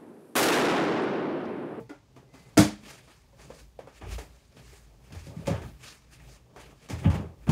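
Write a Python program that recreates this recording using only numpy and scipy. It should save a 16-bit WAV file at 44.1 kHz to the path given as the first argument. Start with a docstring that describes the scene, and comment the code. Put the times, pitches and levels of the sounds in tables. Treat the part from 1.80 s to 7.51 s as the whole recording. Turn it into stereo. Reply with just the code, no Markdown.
"""Small hard-walled kitchen, two spaced microphones, house air throughout: shelf goods slide (coloured grains),
boards boom and panels rumble (bass noise), small containers knock and a jar clinks (decaying modes).
Cloth and slippers rub, a thin squeak slips (wavering tone, breathy band); a drawer by the sink slams (modes, clicks).
The person steps away and handles a low cupboard, whose panels thump at a few low modes.
Each drawer, cupboard or container contact also sends a noise click through the room."""
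import sys
import numpy as np
from scipy import signal
from scipy.fft import rfft, irfft, next_fast_len
from scipy.io import wavfile
from scipy.ndimage import uniform_filter1d

SR = 44100
rng = np.random.default_rng(int(sys.argv[2]) if len(sys.argv) > 2 else 0)


def inscribe(sig):
    """Save sig as 16-bit PCM at rate SR to the path in sys.argv[1].

    A 1-D sig is mono; a 2-D sig holds one channel per row.
    Samples are clipped to [-1, 1] before scaling.
    """
    pcm = np.round(np.clip(np.atleast_2d(sig).T, -1, 1) * 32767)
    wavfile.write(sys.argv[1], SR, pcm.astype(np.int16))


def how_loud(loudness_db):
    """Turn decibels into a plain amplitude multiplier (0 dB gives 1, 20 dB gives 10)."""
    steps = np.asarray(loudness_db, float) / 20
    return 10 ** steps


N = 251811
T = np.arange(N) / SR
HZ = np.maximum(np.arange(N // 2 + 1) * SR / N, 1.)


def on_hz(table, hz=HZ):
    """Read a (frequency [Hz], value) table on a log-frequency axis."""
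    f, v = np.transpose(table)
    return np.interp(np.log(hz), np.log(f), v)


def colour(x, table):
    """Filter by a (frequency [Hz], level [dB]) spectrum; padded so that the end does not fold onto the start."""
    size = next_fast_len(N + 8192)
    hz = np.maximum(np.arange(size // 2 + 1) * SR / size, 1.)
    return irfft(rfft(x, size) * how_loud(on_hz(table, hz)), size)[..., :N]


def unit(x):
    """Scale to rms 1."""
    return x / np.sqrt(np.mean(x ** 2))


# left-right likeness of diffuse sound: (frequency [Hz], likeness [0-1])
LIKENESS = [(60, 1), (130, 0.98), (290, 0.76), (640, 0.21), (1400, 0), (15000, 0)]


def pair(length):
    """Left and right noise, alike in the bass and unrelated in the treble as in a diffuse field."""
    like = np.clip(on_hz(LIKENESS), 0, 1)
    mid, side = rfft(rng.standard_normal((2, length)), N)
    mid = mid * np.sqrt((1 + like) / 2)
    side = side * np.sqrt((1 - like) / 2)
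    return irfft(np.array([mid + side, mid - side]), N)[:, :length]


def walk(rate_hz):
    """Random values drawn at a rate and joined by ramps; spread about 0.6."""
    hold = int(SR / rate_hz)
    draws = rng.standard_normal(N // hold + 1)
    return 0.71 * uniform_filter1d(np.repeat(draws, hold), hold)[:N]


def add(track, s, piece):
    """Mix a piece into a track from time s."""
    i = int(s * SR)
    n = min(piece.shape[-1], N - i)
    track[..., i:i + n] += piece[..., :n]


def slices(spectrum):
    """Overlapping slices half an octave apart, with their centres; they sum flat in power."""
    for hz in 250 * 2 ** np.arange(0, 6.1, .5):
        weight = np.cos(np.pi * np.clip(np.log2(HZ / hz), -.5, .5))
        yield hz, irfft(spectrum * weight, N)


def patchy(patch_db, rate_hz):
    """Stereo noise whose slices swell and sink on their own, as uneven grains do."""
    return sum(band * how_loud(patch_db * walk(rate_hz)) for hz, band in slices(rfft(pair(N))))


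def swells(rows, rest_db=-120):
    """One envelope per dB column: each motion climbs to its peak and falls at its own pace; powers add."""
    swell_db = 15  # climb within the rise time, drop within the fall time
    power = how_loud(2 * rest_db)
    for s, rise_s, fall_s, *db in rows:
        before = (s - T) / max(rise_s, .002)
        after = (T - s) / max(fall_s, .002)
        below_db = swell_db * np.maximum(before, after)
        power = power + how_loud(2 * np.array(db))[:, None] * how_loud(-2 * below_db)
    return np.sqrt(power)


def ring(modes, favour_hz, rise_s, focus_db=9.5, turn_rad=0.13):
    """Decaying modes of alternating sign; the spot struck favours those near one pitch; the left lags."""
    left_lag_ms = 0.09  # the work is nearer the right microphone
    t = T[:SR // 2, None]
    hz, db, t60_s = np.transpose(modes)
    # no two blows are quite alike
    chance_db, chance_rad = rng.standard_normal((2, len(hz))) * np.array([[1.], [.3]])
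    db = db + chance_db - focus_db * np.log2(hz / favour_hz) ** 2
    sign = (-1.) ** np.arange(len(hz))
    lag_rad = np.array([1, 0])[:, None, None] * (turn_rad + 2 * np.pi * hz * left_lag_ms / 1000)
    decay = how_loud(db - 60 * t / t60_s)
    y = sign * decay * np.sin(2 * np.pi * hz * t + chance_rad - lag_rad)
    return y.sum(axis=2) * (1 - np.exp(-t[:, 0] / rise_s))


# steady air of the house: (frequency [Hz], density [dB per Hz])
HUSH_SPECTRUM = [(15, -33.5), (25, 11), (58, 5), (130, -1.5), (235, -6.5), (542, -26.5), (655, -47.5),
                 (770, -16), (1290, -19.5), (6330, -23.5), (12400, -37.5), (15800, -40)]


def hush():
    """Steady coloured noise: the air of the house."""
    return unit(colour(pair(N), HUSH_SPECTRUM)) * how_loud(-60)


# weight put on the floorboards: (peak [s], rise [s], fall [s], boom [dB])
FOOTSTEPS = [(.93, .25, .4, -56.5), (1.4, .4, .3, -58), (1.65, .4, 0.33, -54), (1.85, 0.27, .15, -51.5),
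             (1.96, .15, .1, -58.5), (2.19, 0.11, .1, -53.5), (2.32, .04, .15, -34.5), (2.42, .1, .12, -46),
             (2.91, .12, .24, -46), (3.29, .3, .2, -51), (3.42, .2, .1, -49.5), (3.67, .06, .04, -40.5),
             (3.86, .06, .25, -42.5), (4.48, .2, .18, -48), (4.94, .4, .4, -57), (5.29, .05, .07, -50.5),
             (5.42, .1, .06, -61), (5.7, 0.2, .1, -46.5)]


def floorboards():
    """Weight shifts swell a low noise boom; the boards are never quite still."""
    boom = colour(pair(N), [(25, -32), (42, 3), (56, 15), (85, -15), (120, -36.5)])
    return unit(boom) * swells(FOOTSTEPS, rest_db=-66)


# things slid about on shelves: (peak [s], rise [s], fall [s], drag [dB], panel rumble [dB])
SHELF_SLIDES = [(0.001, 0.023, 0.074, -53, -41.5), (.37, 0.17, 0.54, -63, -58),
                (.68, 0.41, 0.25, -64.5, -58), (.89, .1, 0.084, -49, -45), (1.16, 0.44, 0.15, -59.5, -57),
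                (1.7, 0.24, .2, -57.5, -53), (2.05, .07, 0.079, -56.5, -52),
                (2.27, 0.066, 0.098, -47.5, -59), (2.33, 0.1, 0.11, -65, -45), (2.42, .1, 0.17, -57, -56.5),
                (2.8, 0.093, 0.15, -58.5, -53.5), (2.91, 0.26, 0.4, -66, -62),
                (3.35, 0.44, 0.18, -61.5, -55), (3.56, 0.19, 0.27, -53.5, -47),
                (3.74, 0.085, 0.11, -39, -61), (3.86, 0.19, 0.089, -64, -41.5),
                (4.09, 0.24, 0.051, -75, -54), (4.48, 0.38, 0.15, -65.5, -55), (4.8, .2, 0.27, -82, -68),
                (4.94, 0.5, 0.04, -56, -55), (5.15, .02, .25, -57, -44), (5.26, 0.17, 0.027, -47, -41),
                (5.34, 0.046, 0.12, -36.5, -80), (5.42, .1, 0.038, -43.5, -62), (5.47, .05, 1, -63, -56)]
# drag noise: (frequency [Hz], density [dB per Hz])
DRAG_SPECTRUM = [(200, -19.5), (380, -1.5), (650, -6), (1200, -15), (1900, -46)]


def sliding(grains):
    """Grains of dragging, with low panels set humming by the same motion."""
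    drag_level, hum_level = swells(SHELF_SLIDES, rest_db=-76)  # never quite still
    drag = unit(colour(grains * how_loud(2.2 * walk(67)), DRAG_SPECTRUM))
    rumble = unit(colour(pair(N), [(80, -33.0), (120, 10.5), (190, -3.0), (300, -6), (420, -40.5)]))
    return drag * drag_level + rumble * hum_level


# small containers set down: (time [s], ring level [dB], ring pitch [Hz], ring t60 [s], clack level [dB])
CONTAINER_KNOCKS = [(0.002, -34, 450, 0.14, -51.5), (0.094, -41, 286, 0.26, -40.5),
                    (0.104, -32.5, 293, 0.17, -64), (0.363, -42, 268, 0.082, -47),
                    (0.54, -43, 264.5, 0.14, -47), (1.032, -39, 212, 0.074, -53),
                    (1.068, -45, 290, 0.14, -58), (1.275, -67, 220, 0.11, -49.5),
                    (1.53, -50.5, 550, 0.1, -59), (1.594, -51, 460, 0.11, -47.5),
                    (1.702, -27, 502, 0.042, -43.5), (1.99, -21, 507, 0.025, -43),
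                    (2.072, -31.5, 522, 0.042, -45.5), (2.382, -33, 442, 0.07, -37),
                    (2.767, -46, 220, 0.11, -53), (2.929, -43, 404, 0.089, -70),
                    (4.762, -60, 487, 0.08, -40.5)]
# container modes against the lowest: (pitch [ratio], level [dB], decay [ratio])
CONTAINER_MODES = [(1.002, 2, 0.88), (1.42, -10.5, 0.87), (1.93, -9.5, 0.93), (2.6, -19, 0.94)]


def knocks():
    """Each container rings in scaled copies of one mode set; its clack carries a weaker sizzle."""
    sizzle_db = -16.5  # against the clack
    for s, db, hz, t60_s, clack_db in CONTAINER_KNOCKS:
        modes = [(hz * ratio, db + rel_db, t60_s * decay) for ratio, rel_db, decay in CONTAINER_MODES]
        tone = ring(modes, hz, 0.0023, focus_db=2.0)
        yield s, tone, [-np.inf, -np.inf, clack_db, clack_db + sizzle_db]


# faint clinks of a jar: (time [s], level [dB], pitch [Hz], t60 [s])
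JAR_CLINKS = [(0.095, -42, 1440, 0.17), (0.097, -47, 1380, 0.34), (0.096, -46, 2030, 0.12)]


def clinks():
    """Single decaying glass modes, without a contact click."""
    for s, db, hz, t60_s in JAR_CLINKS:
        yield s, ring([(hz, db, t60_s)], hz, 0.002), [-np.inf] * 4


# cloth and slippers rubbing: (peak [s], rise [s], fall [s], rustle [dB], scuff [dB])
CLOTH_RUBS = [(.364, .012, 0.1, -71, -84), (.55, 0.031, 0.42, -60.5, -67.5),
              (1.036, 0.0058, 0.18, -57.5, -57), (1.104, 0.075, 0.11, -48, -49.5),
              (1.324, .15, .14, -60, -62.5), (1.62, 0.043, .1, -52.5, -59.5),
              (1.806, 0.11, 0.051, -54, -61.5), (2.184, 0.074, .025, -56, -61),
              (2.214, 0.01, .15, -58.5, -53), (2.328, 0.053, .06, -45.5, -49),
              (2.386, .008, 0.068, -44, -51), (2.55, 0.22, 0.41, -65, -72.5),
              (2.778, 0.03, 0.075, -56.5, -59.5), (2.918, 0.18, 0.17, -54.5, -61.5),
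              (3.252, 0.039, 0.17, -62, -66), (3.323, .003, 0.18, -56, -58), (3.47, 0.12, 0.064, -56, -75),
              (3.566, 0.018, .3, -59, -60), (3.66, 0.009, 0.043, -52, -50), (3.76, 0.018, 0.13, -58, -49),
              (3.9, .15, 0.034, -61, -74), (4.04, 0.037, 0.14, -48.5, -51.5),
              (4.084, 0.06, 0.095, -48, -56), (4.335, 0.041, 0.066, -53, -58.5),
              (4.4, 0.076, 0.21, -67, -58.5), (4.552, 0.19, 0.053, -57, -72), (4.812, 0.039, .11, -53, -53),
              (4.912, 0.045, 0.033, -76, -61), (5.06, .16, 0.09, -59.5, -61),
              (5.19, 0.01, 0.16, -54.5, -50.5), (5.262, 0.024, 0.028, -63, -39.5),
              (5.31, .015, 0.088, -68, -46), (5.36, 0.057, 0.054, -49, -45), (5.64, 0.065, 0.09, -66, -66)]
# cloth noise: (frequency [Hz], density [dB per Hz])
RUSTLE_SPECTRUM = [(2060, -9.5), (3500, -12), (3780, -4), (5450, -4.5), (8260, -8), (15800, -23.5)]
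# slipper noise: (frequency [Hz], density [dB per Hz])
SCUFF_SPECTRUM = [(800, -17), (1300, -6), (2100, -1), (2800, -0.5), (3600, -11.5), (4500, -44)]


def rubbing(grains):
    """The same grains coloured as cloth and as slippers, each under its own swells."""
    rustle_level, scuff_level = swells(CLOTH_RUBS)
    rustle = unit(colour(grains, RUSTLE_SPECTRUM)) * rustle_level
    scuff = unit(colour(grains, SCUFF_SPECTRUM)) * scuff_level
    return rustle + scuff


def movement():
    """Fine uneven grains feed the sliding and rubbing; floorboards boom below."""
    grains = patchy(3., 30) * how_loud(2.1 * walk(110) + 1.3 * walk(18))
    return floorboards() + sliding(grains) + rubbing(grains)


def during(start_s, end_s):
    """Gate with 68 ms ramps."""
    return uniform_filter1d(1. * (T > start_s) * (T < end_s), size=3000)


def squeak():
    """A faint tone that slips in pitch and strength, with a breathy band above it."""
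    pitch_hz = 2050 * (1 + .02 * walk(250))
    waver = how_loud(2.5 * walk(43))
    tone = np.sqrt(2) * np.sin(2 * np.pi * np.cumsum(pitch_hz) / SR)
    tone = tone * how_loud(-69.5) * during(.5, .71)
    air = unit(colour(pair(N), [(4000, -16), (4700, 2.5), (5400, -21)]))
    air = air * how_loud(-71) * during(.54, .69)
    return waver * (tone + air)


# drawer slam and rebounds: (time [s], panel level [dB], favoured pitch [Hz], clack [dB], sizzle [dB])
# the pitch has no effect at zero focus
SLAM_BLOWS = [(0.7715, -21.5, 350, -18, -35), (0.776, -11.5, 250, -15.5, -20.5),
              (0.788, -26.5, 660, -26.5, -33), (0.795, -24, 300, -24.5, -35.5)]
# drawer modes: (frequency [Hz], level [dB], t60 [s])
DRAWER_MODES = [(58, -13, .3), (86, -11, 0.34), (119.8, 2, 0.11), (148.5, -1.5, 0.26), (173, -1, 0.17),
                (195, -5, 0.33), (210, -3, 0.38), (253, -10, 0.2), (279.3, -1, 0.25), (305, 5.5, 0.24),
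                (423, -11, .17), (495, -15.5, .24), (595, -6, 0.11), (668, -5, .2), (770, -14, 0.071),
                (920, -12, .18), (1345, -9, .15), (1490, -10, .1)]


def slam():
    """Drawer modes struck hard with a fast rise; front on frame and contents click."""
    for s, db, hz, crash_db, cutlery_db in SLAM_BLOWS:
        tone = ring(DRAWER_MODES, hz, 0.00056, focus_db=0.0) * how_loud(db)
        yield s, tone, [crash_db, cutlery_db, -np.inf, -np.inf]


# cupboard thumps: (time [s], panel level [dB], favoured pitch [Hz], clack [dB], sizzle [dB])
CUPBOARD_THUMPS = [(2.213, -43, 188, -39, -69), (2.233, -35, 57.6, -56, -62), (2.268, -33.5, 56, -51, -66),
                   (2.304, -42.5, 64, -47, -57), (2.391, -51, 60, -61, -66), (3.304, -41, 145, -51, -71),
                   (3.323, -43.5, 261, -51, -53.5), (3.349, -34.5, 75, -45.5, -54.5),
                   (3.391, -55, 70, -77, -55), (3.462, -41, 384, -64, -61), (3.469, -38.5, 140, -61, -57),
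                   (3.559, -32, 166.8, -55, -74), (3.585, -36.5, 150, -53, -72),
                   (3.67, -23.5, 163, -41, -38), (3.674, -19.5, 540, -33, -51),
                   (3.7, -21, 141.7, -30.5, -62), (3.727, -28, 141, -32.5, -62),
                   (3.818, -50, 156, -39, -55.5), (5.088, -39.5, 250, -42.5, -48.5),
                   (5.099, -29, 246, -36.5, -42.5), (5.12, -27, 108, -38.5, -49),
                   (5.243, -30, 200.4, -31.5, -58), (5.25, -10.5, 164, -32.5, -70),
                   (5.272, -17, 85.4, -48, -64), (5.266, -25.5, 850, -48, -65),
                   (5.301, -21, 118.3, -32.5, -47.5), (5.31, -35.5, 443, -40, -62),
                   (5.346, -24.5, 156, -35.5, -76), (5.39, -27, 215, -40.5, -75),
                   (5.441, -35.5, 150.3, -47, -73), (5.669, -25.5, 193, -36, -57),
                   (5.679, -15.5, 146, -32.5, -53.5), (5.692, -12.5, 202, -28, -38)]
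# cupboard modes: (frequency [Hz], level [dB], t60 [s])
CUPBOARD_MODES = [(56, 2, 0.36), (69, -4, 0.23), (84.4, 1.5, 0.45), (110, -6, 0.22), (147, 3, .22),
                  (168.4, -1.5, 0.26), (208, -1, 0.23), (270, -6, 0.22), (317.4, -5, 0.2), (375, -10, 0.35),
                  (425.6, -9, 0.23), (494, -8, 0.2), (556, 1, 0.13), (702, -8, 0.18), (850, -3, 0.15)]


def thumps():
    """Low panel modes, sharply weighted to the pitch that each blow favours."""
    for s, db, hz, clack_db, hiss_db in CUPBOARD_THUMPS:
        tone = ring(CUPBOARD_MODES, hz, 0.0028, focus_db=13., turn_rad=0.33) * how_loud(db)
        yield s, tone, [-np.inf, -np.inf, clack_db, hiss_db]


# decay of the kitchen: (frequency [Hz], t60 [s])
ROOM_DECAY = [(300, 0.24), (1000, 0.3), (4000, 0.32), (12000, .22)]


def room(x):
    """Diffuse reply of the kitchen: noise that builds in a few ms, its decay set by frequency."""
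    t, noise, reply = T[:SR // 2], pair(SR // 2), 0
    for hz in 125 * 2. ** np.arange(8):
        edges_hz = [hz / np.sqrt(2), min(hz * np.sqrt(2), 20000)]
        band = signal.butter(2, edges_hz, "band", fs=SR, output="sos")
        reply = reply + signal.sosfilt(band, noise) * how_loud(-60 * t / on_hz(ROOM_DECAY, hz))
    reply = reply * (1 - np.exp(-t / 0.001))
    reply = reply / np.sqrt(np.sum(reply ** 2) / 2)
    return signal.fftconvolve(x[None], reply, axes=1)[:, :N]


# drawer front on its frame: (frequency [Hz], level [dB])
CRASH_TONE = [(350, -13), (700, -11), (1000, -17.5), (1400, -14.5), (2000, -13.5), (2800, -16.5),
              (4000, -20), (8000, -38.5)]
# contents of the drawer: (frequency [Hz], level [dB])
CUTLERY_TONE = [(2000, -28), (4000, -9), (5600, -5), (8000, -5.5), (11300, -11), (16000, -20)]
# wood on wood: (frequency [Hz], level [dB])
CLACK_TONE = [(250, -18.5), (350, -11), (500, -15), (700, -10.5), (1000, -12.5), (1400, -15.5),
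              (2000, -16.5), (2800, -19.5), (4000, -87)]
# loose things jolted: (frequency [Hz], level [dB])
HISS_TONE = [(1000, -24), (2000, -5.5), (2800, -7.5), (4000, -8), (5600, -5.5), (8000, -8.5),
             (11300, -13.5), (16000, -19)]


def echoes(clicks):
    """Contact clicks scattered by the walls: a sharp front, then lumpy noise dying at the room's rate."""
    tones = [CRASH_TONE, CUTLERY_TONE, CLACK_TONE, HISS_TONE]
    front_t60_s = 0.0076
    out = 0
    for hz, band in slices(rfft(pair(N))):
        power = sum(click * how_loud(2 * on_hz(tone, hz)) for click, tone in zip(clicks, tones))
        front = signal.lfilter([1], [1, -how_loud(-120 / (front_t60_s * SR))], power)
        front = front * how_loud(-8.0)  # on power: 4 dB down
        tail = signal.lfilter([1], [1, -how_loud(-120 / (on_hz(ROOM_DECAY, hz) * SR))], power)
        level = np.sqrt(np.abs(uniform_filter1d(front + tail, size=40)))
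        out = out + unit(band) * how_loud(0.95 * walk(70)) * level
    return out


def blows():
    """Blows ring panels, containers and glass, direct and through the room; contact clicks fill the room."""
    rings = np.zeros((2, N))
    clicks = np.zeros((4, N))  # power: crash, cutlery, clack, hiss
    for source in (knocks, clinks, slam, thumps):
        for s, tone, click_db in source():
            add(rings, s, tone)
            add(clicks, s, how_loud(2 * np.array(click_db))[:, None])
    return rings * how_loud(-3.5) + room(rings[1] * how_loud(-9.5)) + echoes(clicks)


# microphone balance: (frequency [Hz], left minus right [dB])
BALANCE = [(60, 2.5), (500, 1), (4000, 2.5), (14000, 2)]


def scene():
    """All layers summed; the left microphone gets a little more."""
    left, right = hush() + movement() + squeak() + blows()
    left = colour(left, [(hz, db / 2) for hz, db in BALANCE])
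    right = colour(right, [(hz, -db / 2) for hz, db in BALANCE])
    return np.array([left, right])


def roll_off(x):
    """The treble ends steeply here."""
    return signal.sosfilt(signal.butter(12, 15990, fs=SR, output="sos"), x)


# passband, deepest bass dropped and treble ended near 15.75 kHz: (frequency [Hz], level [dB])
PASSBAND = [(25, -24), (45, -6), (70, 0), (15700, 0), (15800, -50)]


def record(dry):
    """The loudest peaks are rounded; the microphone drops the deepest bass; a band limit ends the treble."""
    rounded = np.tanh(0.78 * dry) / 0.8
    return roll_off(colour(rounded, PASSBAND))


dry = scene()
out = record(dry)
inscribe(out)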